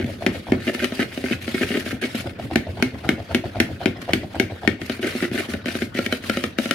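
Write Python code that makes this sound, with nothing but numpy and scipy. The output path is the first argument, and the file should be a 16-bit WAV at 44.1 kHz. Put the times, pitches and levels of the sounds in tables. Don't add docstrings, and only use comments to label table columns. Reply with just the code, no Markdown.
import sys
import numpy as np
from scipy import signal
from scipy.fft import rfft, irfft, next_fast_len
from scipy.io import wavfile
from scipy.ndimage import uniform_filter1d

SR = 44100
rng = np.random.default_rng(int(sys.argv[2]) if len(sys.argv) > 2 else 0)


def store_pcm(level_fs):
    pcm = np.round(np.clip(level_fs, -1, 1) * 32767).astype(np.int16)
    wavfile.write(sys.argv[1], SR, np.atleast_2d(pcm).T)


N = 297366

# knock_s, body_db, wall_db, tick_db, squelch_in_db, squelch_back_db, return_after_s
STRAIGHT_STROKES = [(0.0, -15.5, -32, -52, -40, -31.5, 0.075), (0.2643, -7, -14, -31, -30, -30, 0.078),
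                    (0.5203, -4, -20, -43, -30.5, -42, 0.047), (2.295, -33, -35, -49, -32, -30.5, 0.087),
                    (2.5575, -6, -12, -25.5, -26, -33.5, 0.11),
                    (2.8247, -6.5, -9.5, -26, -30, -34.5, 0.096),
                    (3.0902, -7, -11.5, -26.5, -27.5, -29.5, 0.086),
                    (3.347, -8.5, -12.5, -26.5, -27, -26, 0.088),
                    (3.6016, -7, -11.5, -23, -28.5, -29.5, 0.087),
                    (3.8581, -6.5, -14.5, -33.5, -27.5, -35.5, .098),
                    (4.134, -8.5, -11.5, -24, -26, -30, 0.086), (4.3986, -7, -11, -26, -27, -30, 0.097),
                    (4.676, -6.5, -11.5, -35, -28.5, -55, 0.11)]
# pitch_hz, t60_s, bottom_hit_db, upper_wall_hit_db
BODY_RING = [(185, 0.056, -20.5, -79), (212, 0.075, -22, -16.5), (248.3, 0.066, -2, -4.5),
             (277, 0.034, -12, 0.5), (322.7, 0.041, -2.5, -12.5), (368, 0.081, -7, -8.5),
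             (460, 0.026, -56, 3.5), (556, 0.032, -17.5, -3), (648, 0.085, -26.5, -36),
             (778, 0.0083, 0.5, -124)]
# pitch_hz, t60_s, bottom_hit_db, upper_wall_hit_db
WALL_RING = [(1340, 0.034, -23, 5.5), (1416, 0.025, -39, 2.5), (1589, 0.019, 0.5, 1),
             (1827, 0.018, 1.5, -4.5), (1985, 0.012, 0.5, -1.5), (2155, 0.028, 1.5, -5.5),
             (2100, 0.19, -22, -32), (2220, 0.2, -17, -38), (2454, 0.017, 2, -5.5), (2690, 0.01, -2.5, -21),
             (2893, 0.023, -10.5, 0), (3170, .016, -4.5, -19), (3858, 0.042, -34, -5.5),
             (4250, 0.011, -8, -24), (5400, 0.013, -36, -47)]
# start_s, length_s, body_db, wall_db
WIRE_SCRAPES = [(0.003, .027, -25, -37), (0.584, .04, -32.5, -39.5), (0.676, 0.024, -16, -26),
                (0.792, 0.016, -32, -32.5), (0.818, 0.027, -16, -28.5), (0.996, .037, -21.5, -25.5),
                (1.309, 0.029, -30, -27), (1.542, 0.015, -23, -29), (1.613, 0.028, -19, -23.5),
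                (1.707, 0.021, -26, -30), (1.741, 0.035, -17, -28), (1.907, .018, -30, -27.5),
                (2.021, 0.039, -20, -27), (5.026, 0.058, -21, -31.5), (5.226, .03, -21, -26),
                (5.341, 0.025, -17.5, -34.5), (5.376, 0.032, -18, -25.5), (5.539, 0.014, -17, -30.5),
                (5.667, 0.026, -21, -32.5), (5.96, 0.034, -26.5, -30.5)]
# start_s, length_s, rise_s, level_db
WIRE_SWEEPS = [(0.055, .06, 0.015, -49), (0.198, .05, 0.011, -53), (0.321, .06, 0.014, -48),
               (0.586, .12, 0.054, -44), (0.727, .035, 0.0092, -43.5), (0.782, .075, 0.02, -40.5),
               (0.871, .165, 0.092, -42.5), (1.059, .15, .06, -46), (1.209, .135, 0.04, -42),
               (1.395, .13, 0.018, -45), (1.525, .11, 0.046, -39.5), (1.66, .15, 0.0057, -40.5),
               (1.844, .065, 0.023, -40.5), (2.011, .06, 0.0054, -41.5), (2.08, .07, 0.022, -49),
               (2.142, .065, 0.0091, -40.5), (2.383, .06, 0.014, -50.5), (4.015, .005, 0.0026, -49),
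               (4.798, .085, 0.023, -47.5), (4.893, .06, .008, -44.5), (5.005, .25, 0.02, -41.5),
               (5.308, .115, 0.034, -41.5), (5.424, .04, .01, -52.5), (5.479, .055, 0.024, -41.5),
               (5.65, .195, 0.011, -44), (5.94, .12, .01, -43), (6.088, .075, 0.039, -42.5),
               (6.218, .24, 0.028, -43), (6.577, .155, .008, -42.5)]
# frequency_hz, level_db
SUCK_SPECTRUM = [(200, -23), (400, 0.5), (680, -1), (1000, -8), (1500, 0), (2200, -5), (3300, -7),
                 (4500, -13.5), (7000, -29.5), (16000, -58)]


def from_db(db):
    return 10 ** (np.asarray(db) / 20)


def rms_one(x):
    return x / np.sqrt(np.mean(x ** 2) + 1e-20)


def at_hz(points, hz):
    known, values = np.transpose(points)
    return np.interp(np.log(hz + 1e-9), np.log(known), values)


def cut(x, hz, kind, order=2):
    return signal.sosfilt(signal.butter(order, hz, kind, fs=SR, output="sos"), x + 1e-18)


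def pan(x, left_db):
    return x * from_db([[left_db / 2], [-left_db / 2]])


def noise(spectrum, size=N):
    # frequency_hz, correlation
    likeness = [(30, 0.7), (60, 1), (100, 0.96), (280, 0.96), (600, 0.36), (1500, 0.22), (3000, 0.19),
                (6000, 0.21), (16000, -0.18)]
    padded = next_fast_len(size, True)
    hz = np.arange(padded // 2 + 1) * SR / padded
    mid, side = rfft(rng.standard_normal((2, padded))) * from_db(at_hz(spectrum, hz))
    alike = at_hz(likeness, hz)
    stereo = np.sqrt(1 + alike) * mid + np.sqrt(1 - alike) * side * [[1], [-1]]
    return rms_one(irfft(stereo, padded)[:, :size])


def flicker(per_s):
    return np.interp(np.arange(N) * (per_s / SR), np.arange(N), rng.standard_normal(N))


def clicks(times, sizes):
    return np.bincount(np.clip(np.round(times * SR).astype(int), 0, N), sizes, N + 1)[:N]


def swells(starts, lengths, level_db, attack_s, release_s):
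    power, t = np.zeros(N + SR), np.arange(int(.6 * SR)) / SR
    for start, length, db, rise in np.broadcast(starts, lengths, level_db, attack_s):
        since = t - min(start, 0)
        shape = np.minimum(since / rise, 1) * np.exp(-np.maximum(since - length, 0) / release_s)
        power[int(max(start, 0) * SR):][:len(t)] += (from_db(db) * shape) ** 2
    return np.sqrt(power[:N])


def ring(blows, hz, t60):
    decay, step = from_db(-60 / (t60 * SR)), 2 * np.pi * hz / SR
    return signal.lfilter([0, np.sin(step)], [1, -2 * decay * np.cos(step), decay ** 2], blows + 1e-18)


def strike(modes, times, level_db, place, vary_db, wide_hz, detune):
    samples = np.arange(N)
    clock = np.cumsum(1 + np.clip(detune * flicker(9), -.2, .2))
    clock *= (N - 1) / clock[-1]
    struck = np.interp(times * SR, samples, clock) / SR
    out = np.zeros((2, N))
    for hz, t60, bottom_db, upper_db in modes:
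        luck, side = rng.standard_normal((len(times), 2)).clip(-2, 2).T
        size = from_db(level_db + bottom_db + place * (upper_db - bottom_db) + vary_db * luck)
        lean = min(hz / wide_hz, 1) * side
        for channel, sign in enumerate((1, -1)):
            blows = clicks(struck, size * (1 + sign * lean) / np.hypot(1, lean))
            out[channel] += ring(blows, hz, t60)
    return np.array([np.interp(clock, samples, channel) for channel in out])


def radiate(hollow, low_hz=178, top_hz=760):
    return cut(cut(hollow, low_hz, "high", order=4), top_hz, "low", order=6)


def knocks(body_db=-3.0, wall_db=-4.5, tick_db=11.5, flex_s=.0001, rebound_s=.0075, rebound_db=-7.5,
           second_wire_s=.0024, second_wire_db=-4.0):
    # time_s, body_db, wall_db, place
    side_knocks = [(0.044, -19, -30.5, .15), (0.669, -15.5, -25, 0.27), (0.7483, -18.5, -19, 0.62),
                   (0.844, -14.5, -14.5, 0.75), (0.9217, -17, -27, 0.8), (0.9931, -11, -24.5, 0),
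                   (1.1751, -16.5, -24.5, 0.79), (1.2399, -12, -26, 0.69), (1.31, -10.5, -27, 0.24),
                   (1.479, -16.5, -23, 0.77), (1.544, -13, -25, 0.054), (1.6105, -12, -27, 0.058),
                   (1.7044, -14, -25, 0.52), (1.773, -18, -26, 0.23), (1.8626, -18, -27, .5),
                   (1.928, -16.5, -49, 0.44), (2.1468, -15.5, -29, 0.74), (4.0249, -28, -39, 0.82),
                   (4.503, -31, -43, 0.47), (4.8162, -20.5, -24, 0.31), (4.897, -14, -19, 0.81),
                   (4.9931, -20, -37, 0.28), (5.151, -14.5, -29, 0.61), (5.2246, -11, -24, 0.053),
                   (5.3145, -17, -31, 0.09), (5.4873, -20, -45, 0.35), (5.537, -19.5, -21, 0.63),
                   (5.6584, -16, -21, 0.6), (5.683, -21, -22.5, 0.84), (5.7524, -16, -22.5, 0.85),
                   (5.82, -12, -20.5, 0.29), (5.9495, -19, -32, 0.62), (5.9889, -13, -18, 0.95),
                   (6.063, -17, -17, 0.45), (6.1249, -13.5, -14, 0.95), (6.2388, -24.5, -30, .6),
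                   (6.2967, -12.5, -13, 0.88), (6.371, -14, -18.5, 0.86), (6.439, -16, -16, 0.93),
                   (6.586, -10.5, -16, 0.87), (6.657, -17, -20.5, 0.88), (6.7101, -13.5, -11.5, 0.95)]
    on_bottom = [(s, body, wall, tick, 0) for s, body, wall, tick, *_ in STRAIGHT_STROKES]
    on_side = [(s, body, wall, 1.59 * wall - 6, place) for s, body, wall, place in side_knocks]
    s, body, wall, tick, place = np.transpose(on_bottom + on_side)
    bounce = np.arange(4)[:, None]
    jitter = (bounce > 0) * (rng.random((len(s), len(bounce))).T - .5)
    bounce_s = s + flex_s + rebound_s * (bounce + jitter)
    bounce_db = body + body_db + rebound_db * bounce
    hollow = strike(BODY_RING, bounce_s.ravel(), bounce_db.ravel(), np.tile(place, len(bounce)),
                    vary_db=1.0, wide_hz=1270, detune=0.025)
    wire_s = np.r_[s, s + second_wire_s * (.5 + rng.random(len(s)))]
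    wire_db = np.r_[wall, wall + second_wire_db] + wall_db
    clack = strike(WALL_RING, wire_s, wire_db, np.tile(place, 2), vary_db=2.5, wide_hz=2140, detune=0.033)
    clack = cut(clack, 1504, "high", order=6)
    steel = ticks(s, tick + tick_db, t60=0.016)
    return pan(-radiate(hollow), 0.75) + pan(clack, 4.2) + pan(steel, .6)


def ticks(times, level_db, t60):
    # frequency_hz, level_db
    tick_spectrum = [(900, -75), (1500, 8), (3500, 4), (5500, 0), (7800, -11.5), (9500, -5.5), (12000, -11),
                     (16000, -15)]
    decay = from_db(-60 / (t60 * SR))
    fade = signal.lfilter([1], [1, -decay], clicks(times, from_db(level_db)) + 1e-18)
    return fade * noise(tick_spectrum)


def rumble(shove_lead_s=0.046, rock_db=-22.0, drag_db=-4.5, rest_db=-40.0, wander_db=3.0):
    # frequency_hz, level_db
    rumble_spectrum = [(20, -56), (45, -17.5), (60, -11), (72, -11.5), (87, 2), (102, -3), (118, -1.5),
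                       (145, -11), (230, -6.5), (380, -15.5), (600, -21), (1200, -52)]
    # time_s, level_db
    thumps = [(0.03, -25.5), (0.13, -34), (0.485, -27), (1.02, -35), (1.33, -29.5), (1.64, -28.5),
              (1.86, -37), (1.935, -30), (2.31, -37), (2.438, -26), (2.685, -31), (3.445, -29),
              (3.695, -30), (5.305, -34), (5.556, -35), (6.47, -42)]
    s, body, *_, wait = np.transpose(STRAIGHT_STROKES)
    shoves = swells(s - shove_lead_s, 0.031, level_db=-30.5, attack_s=0.013, release_s=0.011)
    rocks = swells(s, 0.05, body + rock_db, attack_s=0.0022, release_s=0.0175)
    tugs = swells(s + wait, 0.047, level_db=-34.0, attack_s=0.021, release_s=0.019)
    start, length, rise, db = np.transpose(WIRE_SWEEPS)
    drags = swells(start, length, db + drag_db, rise, release_s=0.023)
    s, db = np.transpose(thumps)
    shifts = swells(s, 0.017, db, attack_s=0.0079, release_s=0.028)
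    restless = from_db(rest_db + wander_db * flicker(20))
    envelope = np.linalg.norm([shoves, rocks, tugs, drags, shifts, restless], axis=0)
    return pan(envelope * noise(rumble_spectrum), 0.38)


def batter_passes(lead_s=.056, in_s=.05, in_hz=702, back_s=.042, back_hz=648):
    plunges = [(s - lead_s, in_s, db, in_hz) for s, *_, db, _, _ in STRAIGHT_STROKES if s > lead_s]
    returns = [(s + wait, back_s, db, back_hz) for s, *_, db, wait in STRAIGHT_STROKES]
    return plunges + returns


def hollows(x, depth_db, size=512):
    frames = signal.stft(x, nperseg=size)[2]
    patches = uniform_filter1d(rng.standard_normal(frames.shape[1:]), size=5, axis=0)
    patches = rms_one(uniform_filter1d(patches, size=4, axis=1))
    return rms_one(signal.istft(frames * from_db(depth_db * patches), nperseg=size)[1][:, :N])


def swish(sweep_db=6.0, scrape_db=-13.5, pass_db=-23.5, spray_db=-4.5, stir_lead_s=0.13, clump_db=3.0):
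    # frequency_hz, level_db
    wet_spectrum = [(300, -21), (600, -3), (950, -16), (1500, -12.5), (2200, 0.5), (3300, -6), (4400, -6),
                    (5500, -11.5), (7800, -16.5), (9400, -12.5), (12000, -16.5), (15500, -24)]
    start, length, rise, db = np.transpose(WIRE_SWEEPS)
    sweeping = swells(start, length, db + sweep_db, rise, release_s=0.023)
    start, length, _, wall = np.transpose(WIRE_SCRAPES)
    scraping = swells(start, length, wall + scrape_db, attack_s=0.0039, release_s=0.0027)
    start, length, db, _ = np.transpose(batter_passes())
    passing = swells(start, length, db + pass_db, attack_s=0.012, release_s=0.027)
    s, _, _, tick, *_ = np.transpose(STRAIGHT_STROKES)
    spraying = swells(s, 0, tick + spray_db, attack_s=0.002, release_s=0.012)
    stirring = swells(s - stir_lead_s, 0.15, level_db=-52.0, attack_s=0.0069, release_s=0.018)
    envelope = np.linalg.norm([sweeping, scraping, passing, spraying, stirring], axis=0)
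    tearing = envelope * hollows(noise(wet_spectrum), depth_db=3.0)
    clumps = rms_one(from_db(clump_db * flicker(110)))
    return pan(clumps * (tearing + sucking()), 0.92)


def sucking(knock_db=-22.5, pass_db=-14.0, rest_db=-45.5):
    start, length, rise, db = np.transpose(WIRE_SWEEPS)
    sweeping = swells(start, length, db, rise, release_s=0.055)
    s, body, *_ = np.transpose(STRAIGHT_STROKES)
    closing = swells(s, 0.0067, body + knock_db, attack_s=0.017, release_s=0.025)
    start, length, db, _ = np.transpose(batter_passes())
    passing = swells(start, length, db + pass_db, attack_s=0.0075, release_s=0.01)
    envelope = np.sqrt(sweeping ** 2 + closing ** 2 + passing ** 2 + from_db(rest_db) ** 2)
    return envelope * hollows(noise(SUCK_SPECTRUM), depth_db=4.5)


def scrapes(slips_per_s=375, jitter=0.606, uneven_db=3.5, body_db=-8.5, wall_db=-5.0, grit_db=-23.0,
            place=0.59):
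    runs = [grazes(), skids()]
    for start, length, body, wall in WIRE_SCRAPES:
        count = max(2, int(length * slips_per_s))
        when = start + (np.arange(count) + jitter * rng.random(count)) / slips_per_s
        force_db = uneven_db * rng.standard_normal(count).clip(-2, 1.5)
        runs.append([when, body + force_db, wall + force_db])
    s, body, wall = np.hstack(runs)
    hollow = strike(BODY_RING, s, body + body_db, place, vary_db=6.5, wide_hz=1520, detune=0.066)
    clack = strike(WALL_RING, s, wall + wall_db, place, vary_db=7.5, wide_hz=2450, detune=0.039)
    clack = cut(clack, 1490, "high", order=6)
    grit = ticks(s, wall + grit_db, t60=0.0034)
    return pan(radiate(hollow), 1.0) + pan(clack, 1.3) + grit


def skids(per_s=300, length_s=.085, body_db=-19.0, wall_db=-26.0, fade_db_per_s=150):
    runs, count = [], int(length_s * per_s)
    for s, body, wall, *_ in STRAIGHT_STROKES:
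        since = (np.arange(count) + 1 + rng.random(count)) / per_s
        fade_db = fade_db_per_s * since
        runs.append([s + since, body + body_db - fade_db, wall + wall_db - fade_db])
    return np.hstack(runs)


def grazes(per_s=200, wall_db=2.5, uneven_db=5.0):
    runs = []
    for start, length, rise, db in WIRE_SWEEPS:
        count = max(1, int(length * per_s))
        since = length * (np.arange(count) + rng.random(count)) / count
        swell_db = 20 * np.log10(np.clip(since / rise, .1, 1))
        force_db = db + swell_db + uneven_db * rng.standard_normal(count).clip(-2, 2)
        runs.append([start + since, force_db, force_db + wall_db])
    return np.hstack(runs)


def squelches(level_db=7.0, pockets_per_s=300, pitch_spread=0.12, ring_cycles=10.4, uneven_db=7.0,
              smack_db=-13.5, glug_db=-8.0, glug_ratio=0.47, muffle_hz=1000):
    out, t = np.zeros(N + SR), np.arange(SR // 20) / SR
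    for start, length, db, hz in batter_passes():
        count = max(2, int(length * pockets_per_s))
        for k, (size, force, late) in enumerate(rng.standard_normal((count, 3)).clip(-2, 2)):
            large = k % 3 == 2
            pitch = hz * np.exp(pitch_spread * size) * (glug_ratio if large else 1)
            envelope = (1 - np.exp(-2 * pitch * t)) * from_db(-60 * t * pitch / ring_cycles)
            pop = np.sin(2 * np.pi * pitch * t) * envelope
            arch = np.sin(np.pi * np.sqrt((k + .5) / count))
            gain = from_db(db + level_db + uneven_db * force + glug_db * large) * arch
            at = int((start + length * (k + abs(late) / 2) / count) * SR)
            out[at:][:len(t)] += gain * pop
    pops = out[:N]
    smack = from_db(smack_db) * np.abs(pops) * noise(SUCK_SPECTRUM)
    return pan(cut(pops, muffle_hz, "low"), 1.0) + smack


def kitchen(x, wet_db=-7.5, t60=0.27, first_wall_s=0.0016):
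    # frequency_hz, level_db
    echo_spectrum = [(40, -17), (120, -5), (250, 1.5), (450, 1), (1000, -0.5), (2100, -2), (5000, 0.5),
                     (16000, 1.5)]
    t = np.arange(SR // 2) / SR
    onset = np.clip(t / first_wall_s - .5, 0, 1)
    tail = noise(echo_spectrum, size=len(t)) * from_db(-60 * t / t60) * onset
    return from_db(wet_db) * signal.fftconvolve(x, rms_one(tail) / np.sqrt(len(t)), axes=1)[:, :N]


def scene(room_tone_db=-53.0, swish_send_db=-2.5, left_lead_s=.00005):
    # frequency_hz, level_db
    room_spectrum = [(20, -10), (90, 2), (300, 18), (1000, -5.5), (2200, -31), (7000, -53), (16000, -73)]
    left, right = knocks() + scrapes() + squelches()
    whisk = np.array([left, np.roll(right, round(left_lead_s * SR))])
    batter = swish()
    reverb = kitchen(whisk + from_db(swish_send_db) * batter)
    return whisk + batter + reverb + rumble() + from_db(room_tone_db) * noise(room_spectrum)


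def record(dry, stop_hz=16500):
    return signal.sosfilt(signal.cheby2(14, 60, stop_hz, fs=SR, output="sos"), np.clip(dry, -1, 1))


dry = scene()
out = record(dry)
store_pcm(out)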